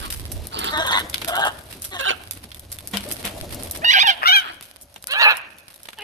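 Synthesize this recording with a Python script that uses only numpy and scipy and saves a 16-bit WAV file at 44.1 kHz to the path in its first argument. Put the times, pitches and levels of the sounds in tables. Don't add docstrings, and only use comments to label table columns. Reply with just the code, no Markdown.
import sys
import numpy as np
from scipy import signal
from scipy.fft import rfft, irfft, next_fast_len
from scipy.io import wavfile
from scipy.ndimage import uniform_filter1d, minimum_filter1d, map_coordinates

SR = 44100
rng = np.random.default_rng(int(sys.argv[2]) if len(sys.argv) > 2 else 0)


def unload_wav(signal):
    wavfile.write(
        sys.argv[1],
        SR,
        np.round(np.clip(np.atleast_2d(signal).T, -1, 1) * 32767).astype(np.int16),
    )


N = 265923
TIME = np.arange(N) / SR
TOP_HZ = 13300
SIDES = np.array([[1], [-1]])


def undb(db):
    return 10 ** (np.asarray(db) / 20)


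def unit(x):
    return x / np.sqrt(np.mean(x ** 2) + 1e-18)


def decay(t, t60_s):
    return np.exp(-np.log(1000) * t / t60_s)


def smooth(x, size):
    return uniform_filter1d(uniform_filter1d(x, size), size)


def curves(table, t):
    times, *columns = np.transpose(table)
    return [np.interp(t, times, c) for c in columns]


def wander(rate, n):
    at = np.arange(n) / SR * rate
    knots = rng.standard_normal(n // 4 + 4)[:int(at[-1]) + 8]
    coarse = np.arange(0, at[-1] + 1, 1 / 8)
    return unit(np.interp(at, coarse, map_coordinates(knots, [coarse + 1], order=3, mode="nearest")))


def colour(x, points):
    hz, db = np.transpose(points)
    size = 16384 if len(x) > SR else 2048
    f = np.maximum(np.fft.rfftfreq(size, 1 / SR), 1)
    cepstrum = irfft(np.log(undb(np.interp(np.log(f), np.log(hz), db))), size)
    cepstrum[1:size // 2] *= 2
    cepstrum[size // 2 + 1:] = 0
    return signal.fftconvolve(x, irfft(np.exp(rfft(cepstrum)), size))[:len(x)]


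def moving_colour(x, points, stretch):
    at = np.cumsum(stretch)
    warped_time = np.interp(np.arange(int(at[-1]) + 2), at, np.arange(len(x)))
    warped = map_coordinates(x, [warped_time], order=3)
    return map_coordinates(colour(warped, points), [at], order=3)


def split(x, hz):
    n = x.shape[-1]
    size = next_fast_len(n + 1024, True)
    low = irfft(rfft(x, size) / (1 + (np.fft.rfftfreq(size, 1 / SR) / hz) ** 8), size)[..., :n]
    return low, x - low


def hiss(points, n, width):
    mid, side = (unit(colour(rng.standard_normal(n), points)) for _ in range(2))
    return mid + width * SIDES * side


def bed(points, db, width, pan_db, flicker_db, flicker_hz):
    pair = hiss(points, N, width) * undb(flicker_db * wander(flicker_hz, N))
    return unit(pair) * undb(db + SIDES * pan_db / 2)


def place(x, pan_db, lag_ms):
    i, half_lag = np.arange(len(x)), lag_ms * SR / 2000
    pair = np.array([map_coordinates(x, [i - side * half_lag], order=3) for side in (1, -1)])
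    return pair * undb(SIDES * pan_db / 2)


def add(out, start_s, x):
    i = max(int(start_s * SR), 0)
    out[:, i:i + x.shape[1]] += x[:, :max(N - i, 0)]


# freq_hz, gain_db
GARDEN_SPECTRUM = [(24, -27), (40, -23), (92, 7), (410, -15), (551, 11), (899, -2.5), (2780, -12),
                   (6710, -9), (7400, -28), (11800, -12.5), (14000, -38)]


def garden():
    return bed(GARDEN_SPECTRUM, -59, width=.33, pan_db=3.5, flicker_db=1, flicker_hz=5)


# time_s, relative_db
DRAUGHT_LEVELS = [(0.0, -47), (0.25, -39), (0.47, -44), (1.07, -44), (1.31, -50), (2.52, -50), (3.58, -40),
                  (3.98, -53), (4.2, -61), (6.03, -63.5)]
# peak_s, relative_db, half_width_s
PUFFS = [(0.08, -32, 0.35), (0.368, -27.5, 0.046), (3.43, -26, 0.01), (3.513, -33, 0.028)]
# freq_hz, gain_db
DRAUGHT_SPECTRUM = [(20, -14.5), (45, -2.5), (80, 2.5), (115, -2.5), (170, -17), (400, -39.5)]
PUFF_SPECTRUM = [(20, -9), (45, 1.5), (80, 3.5), (130, -11), (400, -46.5)]


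def buffeting():
    db, = curves(DRAUGHT_LEVELS, TIME)
    rumble = bed(DRAUGHT_SPECTRUM, db + 1.5, width=.11, pan_db=-.5, flicker_db=.8, flicker_hz=7.55)
    puff = bed(PUFF_SPECTRUM, -4.5, width=.63, pan_db=-8.5, flicker_db=1.5, flicker_hz=18)
    swells = sum(undb(peak_db) * np.exp(-((TIME - s) / span) ** 2) for s, peak_db, span in PUFFS)
    return rumble + swells * puff


# time_s, relative_whoosh_db, relative_rustle_db
FLOCK_BUSTLE = [(0.0, -47.5, -42), (0.74, -44, -54), (1.24, -45, -43), (1.59, -52, -49.5),
                (2.77, -54.5, -51.5), (3.09, -43, -37.5), (3.36, -45, -43.5), (3.66, -42, -43),
                (3.98, -58, -54.5), (4.37, -57, -54), (4.89, -68, -62.5), (5.21, -62, -48),
                (5.44, -61.5, -60), (6.03, -71, -55)]
# freq_hz, gain_db
WHOOSH_SPECTRUM = [(60, -8), (150, 0), (300, 1.5), (600, -10), (1500, -22.5), (4000, -18.5), (9000, -31)]
RUSTLE_SPECTRUM = [(500, 0), (1500, 1), (3500, 1), (5000, 0), (7000, -10.5), (8800, 1.5), (12500, 1),
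                   (14000, -26)]


def bustle():
    whoosh_db, rustle_db = curves(FLOCK_BUSTLE, TIME)
    whoosh = bed(WHOOSH_SPECTRUM, whoosh_db + 3, width=.13, pan_db=1.5, flicker_db=3, flicker_hz=33)
    rustle = bed(RUSTLE_SPECTRUM, rustle_db, width=.95, pan_db=-1.5, flicker_db=4, flicker_hz=280)
    return whoosh + rustle * undb(4.6 * wander(45, N))


def feather_crackle(cracks_per_s=260, spread_db=8, fits_per_s=50, fits_db=6.5):
    catches = rng.random(N) < cracks_per_s / SR
    cracks = catches * undb(spread_db * np.clip(rng.standard_normal(N), -2, 2))
    mid, side = (colour(cracks * rng.standard_normal(N), RUSTLE_SPECTRUM) for _ in range(2))
    pair = (mid + SIDES * side) * undb(fits_db * wander(fits_per_s, N))
    _, rustle_db = curves(FLOCK_BUSTLE, TIME)
    return unit(pair) * undb(rustle_db + 1)


def syrinx(hz, rough, jitter, doubling, rasp, flutter_db=7, wobble=.045, ragged_db=8):
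    n = len(hz)
    stumble = rough * (jitter * wander(450, n) + wobble * wander(70, n)) + .005 * wander(230, n)
    phase = 2 * np.pi * np.cumsum(hz * (1 + stumble)) / SR
    buzz = np.zeros(n)
    for k in range(1, int(TOP_HZ / hz.mean()) + 1):
        swell = undb(ragged_db * np.sqrt(rough) * wander(46.36, n))
        slip_rad = (.32 + rough + .00005 * k * hz) * wander(40.77, n)
        buzz += swell * np.cos(k * phase + slip_rad)
    doubled = 1 + np.clip(doubling * (rough - .25), 0, 1) * np.cos(phase / 2)
    flutter = undb(flutter_db * rough * wander(420, n))
    breath = unit(rng.standard_normal(n) * (2.7 + np.cos(phase)))
    return unit(buzz) * doubled * flutter + (rasp * rough ** 2 + .043) * breath


# freq_hz, gain_db
BEAK_SPECTRUM = [(3500, -23.5), (5800, -5.5), (7200, -7.5), (9000, -16), (12000, 15.5), (14000, -7)]


def macaw(call, throat, pan_db, lag_ms, hiss_db=-32, closing=0, tightening=0, **membranes):
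    t = np.arange(int((call[0][0] - .004) * SR), int((call[-1][0] + .014) * SR)) / SR
    n = len(t)
    hz, db, treble_db, rough = curves(call, t)
    source = syrinx(hz, rough, **membranes)
    gape = .003 * (treble_db - treble_db.mean()) + closing * np.linspace(1, 0, n) ** 2
    tongue = .018 * wander(34.6, n)
    stretch = np.exp(gape + tongue) * (hz / np.median(hz)) ** tightening
    _, voice = split(moving_colour(source, throat, stretch), hz=170)
    shares = 1 / (1 + undb(treble_db) ** 2), 1 / (1 + undb(-treble_db) ** 2)
    bands = zip(split(voice, hz=2100), shares)
    voice = sum(band * np.sqrt(share / (smooth(band ** 2, 300) + 1e-12)) for band, share in bands)
    voice += undb(hiss_db) * (.48 + rough) * unit(colour(source, BEAK_SPECTRUM))
    rattle_hz = 120.13 * (1 + .222 * wander(60.12, n))
    voice *= 1 + .35 * rough * np.cos(2 * np.pi * np.cumsum(rattle_hz) / SR)
    fade = np.clip(np.minimum(t - t[0], t[-1] - t) / .0036, 0, 1)
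    out = np.zeros((2, N))
    add(out, t[0], place(voice * fade * undb(db), pan_db, lag_ms))
    return out


def growl_contour(start_s, length_s, first_hz, last_hz, db, swell_db, treble_db, rough):
    attack_s, release_s = .016, .023
    t = np.arange(-attack_s, length_s + release_s, 1 / SR)
    effort = np.clip(t / length_s, 0, 1)
    throb = wander(90, len(t))
    edge = np.maximum(-t / attack_s, 0) + np.maximum((t - length_s) / release_s, 0)
    level_db = db - swell_db * (1 - effort) - 13.5 * edge + 1.5 * throb
    hz = (first_hz + (last_hz - first_hz) * np.sin(effort * np.pi / 2)) * (1 + .0202 * throb)
    bright_db = treble_db - .5 * (1 - effort)
    return np.column_stack([start_s + t, hz, level_db, bright_db, rough * (.75 + .25 * effort)])


# freq_hz, gain_db
FAR_TRACT = [(150, -8), (350, -1.5), (550, -14), (800, 3.5), (1200, 6), (1600, 1.5), (2300, -9), (2900, 3),
             (3700, -3.5), (4700, 0.5), (5800, -21), (7200, -16.5), (11000, -17)]
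GROWLER_TRACT = [(170, -20), (300, -4.5), (450, -13.5), (600, -0.5), (800, -1.5), (1050, 4), (1400, 0),
                 (1850, 4.5), (2150, -8), (2550, -17), (3050, -3.5), (3650, 3), (4100, -6.5), (4700, -34),
                 (5700, -16.5), (6600, -22), (11000, -27.5)]
LANDER_TRACT = [(150, -17), (330, -5), (450, -9.5), (600, 1), (780, 0), (1150, -1), (1600, 4),
                (2050, -11.5), (2500, -29), (2950, 0.5), (3500, -7.5), (4700, -31), (5800, -37),
                (7200, -26), (11000, -32)]
CROAKER_TRACT = [(150, -28), (350, 2), (550, -8.5), (800, 5), (1150, -1), (1600, -3), (2300, 1), (2900, 9),
                 (3700, -4), (4700, -13), (5800, -29), (7200, -35), (11000, -43)]
# bird, start_s, length_s, first_pitch_hz, last_pitch_hz, final_level_db,
# swell_db, final_treble_over_bass_db, final_roughness (0-1)
GROWL_CALLS = [("far", .02, 0.0504, 400, 370, -35, -1.8, -6, 0.71),
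               ("far", .53, 0.174, 450, 430, -25.5, 7.5, -1.7, 0.94),
               ("growler", .735, 0.0897, 298, 310, -22.5, 1, -5.5, .45),
               ("growler", .855, 0.1292, 505, 490, -17, 6.2, -1.8, 0.906),
               ("lander", 1.285, .19, 650, 790, -19, 7, -8, .75),
               ("growler", 1.928, 0.0375, 390, 356, -29, 1, -1, 0.65),
               ("far", 4.435, 0.069, 490, 330, -34.5, 2.2, -12.5, 0.56),
               ("croaker", 5.99, 0.036, 420, 420, -37, 1, 1.1, 0.44)]


def growls():
    birds = {
        "far": dict(throat=FAR_TRACT, pan_db=-1.5, lag_ms=.51, jitter=.092, doubling=.87, rasp=1),
        "growler": dict(throat=GROWLER_TRACT, pan_db=1, lag_ms=-.21, jitter=.041, doubling=.97,
                        rasp=.53, ragged_db=6.5),
        "lander": dict(throat=LANDER_TRACT, pan_db=0, lag_ms=-.21, jitter=.081, doubling=1.17,
                       rasp=1, ragged_db=5.5),
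        "croaker": dict(throat=CROAKER_TRACT, pan_db=0, lag_ms=0, jitter=.092, doubling=.35, rasp=.9)}
    return sum(macaw(growl_contour(*row), **birds[bird]) for bird, *row in GROWL_CALLS)


def ticks(per_s=6, t60_s=.037):
    count = int(per_s * N / SR)
    scatter = rng.standard_normal((count, 3))
    times = rng.uniform(0, N / SR, count)
    _, rustle_db = curves(FLOCK_BUSTLE, times)
    return [(s, db + 1 + 3 * size, -22 + 6 * body, t60_s, 10 * pan)
            for s, db, (size, body, pan) in zip(times, rustle_db, scatter)]


# start_s, level_db, body_gain_db, t60_s, pan_db
BEAK_AND_CLAW_HITS = [(.103, -22, -7.5, 0.29, 0.5), (.318, -24, -19, 0.073, -5), (0.47, -24, -25, 0.007, 2),
                      (.589, -20, -12, 0.027, -1), (.644, -19.5, -2, 0.018, -3), (.775, -24, 2.5, 0.018, 7),
                      (.865, -26.5, -10, 0.073, -1), (.914, -21.5, -2, 0.027, -2), (0.921, -22, 7, .02, 3),
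                      (.993, -24, -5, 0.015, -4), (1.0, -24, -8, 0.016, -5), (1.098, -24, -13, 0.03, -1),
                      (1.13, -32, 5, 0.045, 0), (1.142, -15.5, 0, 0.021, -0.5), (1.158, -28, 13, 0.041, -7),
                      (1.18, -25, 2, 0.033, -1), (1.216, -30, 5, 0.04, -10), (1.246, -20.5, 1, 0.019, -5),
                      (1.277, -20, -7, 0.13, -1), (1.355, -22, -2, 0.027, -4), (1.365, -28, -6, .02, -1),
                      (1.45, -25.5, -7, .02, -3), (1.726, -31, -1, 0.15, -3), (1.819, -25, -18, 0.12, -2),
                      (1.843, -24, -11.5, 0.14, -2.5), (2.011, -27.5, -12, 0.022, -7),
                      (2.31, -18, -11.5, 0.11, -3), (2.517, -31, 6, 0.028, -5),
                      (2.546, -29.5, -8, 0.027, -2), (2.595, -29.5, -15, 0.014, 2),
                      (2.717, -25, -16, 0.13, -2), (2.787, -27, -4, 0.012, -3.5),
                      (2.874, -21, -17, 0.056, 1), (2.971, -15.5, 0, 0.011, 5.5),
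                      (3.089, -27, -19, 0.026, 3.5), (3.121, -19.5, -34, 0.082, -1),
                      (3.252, -19.5, -11, 0.057, 3), (3.545, -28, -17, 0.037, 6),
                      (3.773, -26.5, -15, 0.026, 3), (3.634, -22.5, -26, 0.047, 2),
                      (3.711, -17.5, -23.5, 0.04, 0), (4.072, -21.5, 2.5, 0.18, -5),
                      (4.361, -26.5, -7, 0.16, 4), (4.625, -32.5, -6.5, 0.24, -1.5),
                      (4.812, -37, -29.5, 0.11, 0), (4.942, -38, -14, .01, -4), (5.025, -34, -18, .015, -2),
                      (5.071, -19.5, -14, 0.011, 3), (5.11, -27, -6, 0.025, 2), (5.119, -27, -7, 0.066, -3),
                      (5.221, -22, 11, .03, -4), (5.369, -25.5, -13, .012, -2), (5.584, -38, -9, 0.035, 1),
                      (5.742, -36, -10, 0.021, 1.5), (5.76, -36.5, -18, 0.013, 0),
                      (5.832, -32, -20, 0.033, -1)]
# freq_hz, gain_db
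CLICK_SPECTRUM = [(300, -22.5), (1200, 0.5), (2500, 2.5), (3600, 4), (5000, 1), (7000, -8.5), (8800, -1),
                  (12500, 0.5), (14000, -9)]


def clicks(grit_db=5.5, snap_db=1.5, ring_db=-1.5):
    out, t = np.zeros((2, N)), np.arange(SR // 8) / SR
    for start_s, db, body_db, t60_s, pan_db in BEAK_AND_CLAW_HITS + ticks():
        grains = unit(rng.standard_normal((2, len(t))) * undb(grit_db * wander(514, len(t))))
        mid, side = grains * (undb(snap_db) * np.exp(-t / .0014) + decay(t, t60_s))
        ring_hz = 3594 * 2 ** (.13 * rng.standard_normal())
        mid += undb(ring_db) * np.sin(2 * np.pi * ring_hz * t) * decay(t, t60_s=.013)
        pair = np.array([colour(channel, CLICK_SPECTRUM) for channel in mid + SIDES * side])
        body, treble = split(pair, hz=5580)
        pair = treble + body * undb(body_db)
        peak_rms = np.sqrt(uniform_filter1d(np.mean(pair ** 2, 0), size=130).max())
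        add(out, start_s, pair / peak_rms * undb(db + SIDES * pan_db / 2))
    return out


# nearest_s, half_width_s, level_db
PASSES = [(1.05, 0.78, -46), (3.45, 0.56, -42.5)]
# freq_hz, gain_db
RUSH_SPECTRUM = [(150, -15), (400, -12), (600, 9), (1000, -9.5), (1600, -23), (3000, -19), (6000, -19.5)]


def fly_bys(wingbeat_hz=7.3):
    nearness = sum(undb(db) * np.exp(-((TIME - s) / span) ** 2) for s, span, db in PASSES)
    beat_db = -.5 * np.cos(2 * np.pi * wingbeat_hz * TIME)
    return nearness * bed(RUSH_SPECTRUM, beat_db, width=.64, pan_db=2.5, flicker_db=4.5, flicker_hz=54)


# start_s, level_db, rise_s, t60_s, relative_knock_db
WING_BEATS = [(1.216, -26, 0.0037, 0.04, -19), (2.934, -27.5, 0.0035, 0.27, 2.5),
              (3.236, -28.5, 0.014, 0.23, -6), (4.611, -51, 0.0077, 0.11, -16),
              (4.96, -31, 0.0014, 0.02, -28), (5.854, -36.5, .001, 0.018, -24),
              (5.886, -27.5, 0.0015, 0.021, -36), (5.93, -35.5, 0.0019, 0.024, -29)]
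# freq_hz, gain_db
SLAP_SPECTRUM = [(100, -7), (400, -1), (800, 8), (1400, 4), (3200, 8), (5000, -5.5), (12000, -6.5)]


def flaps():
    out, t = np.zeros((2, N)), np.arange(SR // 3) / SR
    for start_s, db, rise_s, t60_s, knock_db in WING_BEATS:
        slap = hiss(SLAP_SPECTRUM, len(t), width=.82) * decay(np.maximum(t - rise_s, 0), t60_s)
        onset = np.minimum(t / rise_s, 1)
        add(out, start_s, undb(db) * onset * (slap + undb(knock_db) * rail_knock(t)))
    return out


# pitch_hz, level_db, t60_s
RAIL_RESONANCES = [(200, 1, 0.29), (477, -5.5, .09), (690, -5, .07), (1012, -5.5, 0.048), (1900, -9, 0.19),
                   (2340, -14.5, .15), (3400, -10, .06)]


def rail_knock(t, touches=5, mean_gap_s=.007, step_db=-3):
    gaps = mean_gap_s * rng.uniform(.6, 1.4, touches)
    chatter = np.zeros(len(t))
    chatter[((np.cumsum(gaps) - gaps[0]) * SR).astype(int)] = undb(step_db * np.arange(touches))
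    thump, *rings = [undb(db) * np.sin(2 * np.pi * hz * t) * decay(t, t60_s)
                     for hz, db, t60_s in RAIL_RESONANCES]
    return thump + signal.fftconvolve(chatter, sum(rings))[:len(t)]


# time_s, pitch_hz, level_db, treble_over_bass_db, roughness (0-1)
GRUMBLE_CALL = [(1.991, 555.6, -31, 4, .6), (2.004, 524.6, -22, -5, 0.49), (2.02, 538.4, -29.5, -4, .35),
                (2.044, 520.7, -26.5, -3, 0.41), (2.058, 433.4, -22, -5, 0.55),
                (2.062, 366, -22.5, -2, 0.46), (2.084, 388.3, -17.5, 0, 0.43),
                (2.101, 371.3, -18, 1.5, 0.66), (2.112, 357.6, -16, -2.5, 0.97),
                (2.129, 345, -31.5, -9, .5)]
COO_CALL = [(3.052, 300, -43, -22, .1), (3.063, 540, -37, -24, .08), (3.074, 610, -34, -26, .05),
            (3.084, 597, -37, -26, .08), (3.095, 570, -48.5, -22, .1)]
SCREECH_CALL = [(3.82, 570, -36.5, -26, .15), (3.841, 700, -24.5, -20.5, .2), (3.846, 952, -16, 5.5, .3),
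                (3.855, 957.5, -16, 13.5, 0.15), (3.878, 937, -15, 19.5, .1), (3.906, 982, -7.5, 16, .05),
                (3.912, 1102, -15, 15, 0.34), (3.928, 1234, -19, 11.5, 0.33), (3.934, 852, -12.5, 0.5, .6),
                (3.95, 749, -13, 2, .55), (3.986, 771, -14.5, 2.5, .6), (3.993, 1064, -13, 9, 0.4),
                (4.013, 1247, -13, 20.5, 0.063), (4.026, 1201, -9.5, 14.5, 0.044),
                (4.03, 842, -19.5, -1, .35), (4.043, 942, -20, -6.5, .16), (4.064, 903, -19.5, 0.5, .14),
                (4.076, 818, -12, 2.5, .35), (4.09, 744.4, -12, 4, 0.24), (4.1, 798, -11.5, 4, .2),
                (4.11, 715, -16.5, 3.5, 0.19), (4.122, 694, -31, 4, 0.17)]
CRY_CALL = [(4.219, 568, -29, -10, 0.9), (4.225, 594, -23.5, -11, 0.99), (4.238, 606, -19, -11, 0.8),
            (4.247, 624, -30, -5, .8), (4.258, 660.4, -13.5, -8, 0.48), (4.27, 689, -15, 1.5, 0.4),
            (4.278, 753.5, -12, 2, .16), (4.296, 755, -11.5, 5, .14), (4.307, 736.5, -12, 4.5, .12),
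            (4.325, 777, -12, 4.5, .14), (4.333, 820, -12, 1, .1), (4.351, 823, -12, 5, 0.047),
            (4.364, 791, -11, 3.5, .05), (4.388, 778, -16, 3, .08), (4.42, 704, -37.5, -5, 0.29)]
CAW_CALL = [(5.08, 468.3, -42, -7, 0.33), (5.11, 545, -27, 7, 0.37), (5.135, 569, -20, 7, 0.46),
            (5.142, 769.4, -23.5, 0, 0.58), (5.178, 849.3, -21, -6.5, 0.44), (5.207, 956, -17.5, 0, 0.35),
            (5.222, 921, -11, 3.5, 0.81), (5.245, 858.6, -10.5, -1.5, 0.74), (5.267, 834.8, -8, -6.5, 0.63),
            (5.298, 847, -12, -2.5, 0.66), (5.318, 850, -17.5, 0.5, 0.72), (5.336, 700, -29.5, -8, 0.89)]
# freq_hz, gain_db
GRUMBLE_TRACT = [(150, -25), (370, -20), (780, -1.5), (1150, -7.5), (1530, 0.5), (1950, -13), (2400, -8.5),
                 (2850, 2), (3400, -7), (4200, -6), (4800, -20.5), (7200, -25), (11000, -23.5)]
COO_TRACT = [(200, -8), (600, 0), (1200, -24), (3000, -26), (11000, -45)]
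SCREECH_TRACT = [(150, -20), (350, -30.5), (550, -16.5), (800, 2.5), (1050, -5.5), (1350, -13.5),
                 (1650, 6.5), (2000, -2), (2350, -4), (2900, 3.5), (3700, -7), (4500, -13.5), (5800, -27),
                 (7200, -38), (11000, -39)]
CRY_TRACT = [(150, -27), (480, -25.5), (780, -8.5), (1150, 4.5), (1600, 0.5), (2000, 2), (2350, 0.5),
             (3100, 6.5), (3550, -2), (3950, -3), (4450, -20), (5000, -12.5), (5800, -15), (7200, -39),
             (11000, -27)]
CAW_TRACT = [(200, -28), (420, -21), (550, -1.5), (680, -6.5), (880, -4.5), (1100, 0.5), (1420, 3.5),
             (1700, 5), (2020, -11), (2500, 7), (2900, 1.5), (3550, -9.5), (3900, -1.5), (4300, -14.5),
             (4800, -30), (5800, -29.5), (7200, -37), (11000, -36)]


def squawks():
    grumble = macaw(GRUMBLE_CALL, GRUMBLE_TRACT, pan_db=-2, lag_ms=.567, jitter=.055, doubling=.65,
                    rasp=.77)
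    screech = macaw(SCREECH_CALL, SCREECH_TRACT, pan_db=-2, lag_ms=.35, jitter=.0795, doubling=.79,
                    rasp=.9, hiss_db=-27.5, ragged_db=7)
    cry = macaw(CRY_CALL, CRY_TRACT, pan_db=2.5, lag_ms=-.449, jitter=.083, doubling=.585,
                rasp=.79, hiss_db=-29, ragged_db=7.5, tightening=.4)
    caw = macaw(CAW_CALL, CAW_TRACT, pan_db=-2.5, lag_ms=.16, jitter=.0346, doubling=1.43,
                rasp=.99, closing=.074, ragged_db=5.5, flutter_db=6, wobble=.0246)
    coo = macaw(COO_CALL, COO_TRACT, pan_db=1, lag_ms=0, jitter=.05, doubling=.3, rasp=.5)
    return grumble + coo + screech + cry + caw


# freq_hz, left_minus_right_db
PORT_SHADING = [(200, 0), (670, 2), (1230, 1.5), (2250, 0), (4100, -6), (7500, -0.5), (13000, 1.5)]


def ports(pair):
    return np.array([colour(channel, [(hz, sign * db / 2) for hz, db in PORT_SHADING])
                     for channel, sign in zip(pair, (1, -1))])


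def echoes(pair, near_db=-9, far_db=-26, t60_s=.69, swell_s=.053, damp_hz=3470, blur_hz=130.4):
    t = np.arange(SR) / SR
    out = []
    for channel in pair:
        near = rng.standard_normal(SR) * (rng.random(SR) < .02) * (t > .003) * np.exp(-t / .011)
        heard = undb(near_db) * signal.fftconvolve(channel, unit(near))[:N]
        for _ in range(2):
            far = rng.standard_normal(SR) * undb(3.9 * wander(51.1, SR))
            far *= np.minimum(t / swell_s, 1) * decay(t, t60_s)
            far = signal.lfilter(*signal.butter(2, damp_hz, fs=SR), far)
            blur = np.cos(np.pi * wander(blur_hz, N))
            heard += undb(far_db) * signal.fftconvolve(channel, unit(far))[:N] * blur
        out.append(heard / np.sqrt(SR))
    return np.array(out)


def scene():
    air = buffeting() + bustle() + garden() + fly_bys() + feather_crackle()
    birds = ports(squawks() + growls()) + flaps() + clicks()
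    return birds + echoes(birds) + air


def record(dry):
    allowed_gain = np.minimum(1, .92 / (np.abs(dry).max(0) + 1e-9))
    limited = dry * smooth(minimum_filter1d(allowed_gain, size=121), size=60)
    return signal.sosfilt(signal.ellip(8, .2, 70, TOP_HZ, fs=SR, output="sos"), limited)


dry = scene()
out = record(dry)
unload_wav(out)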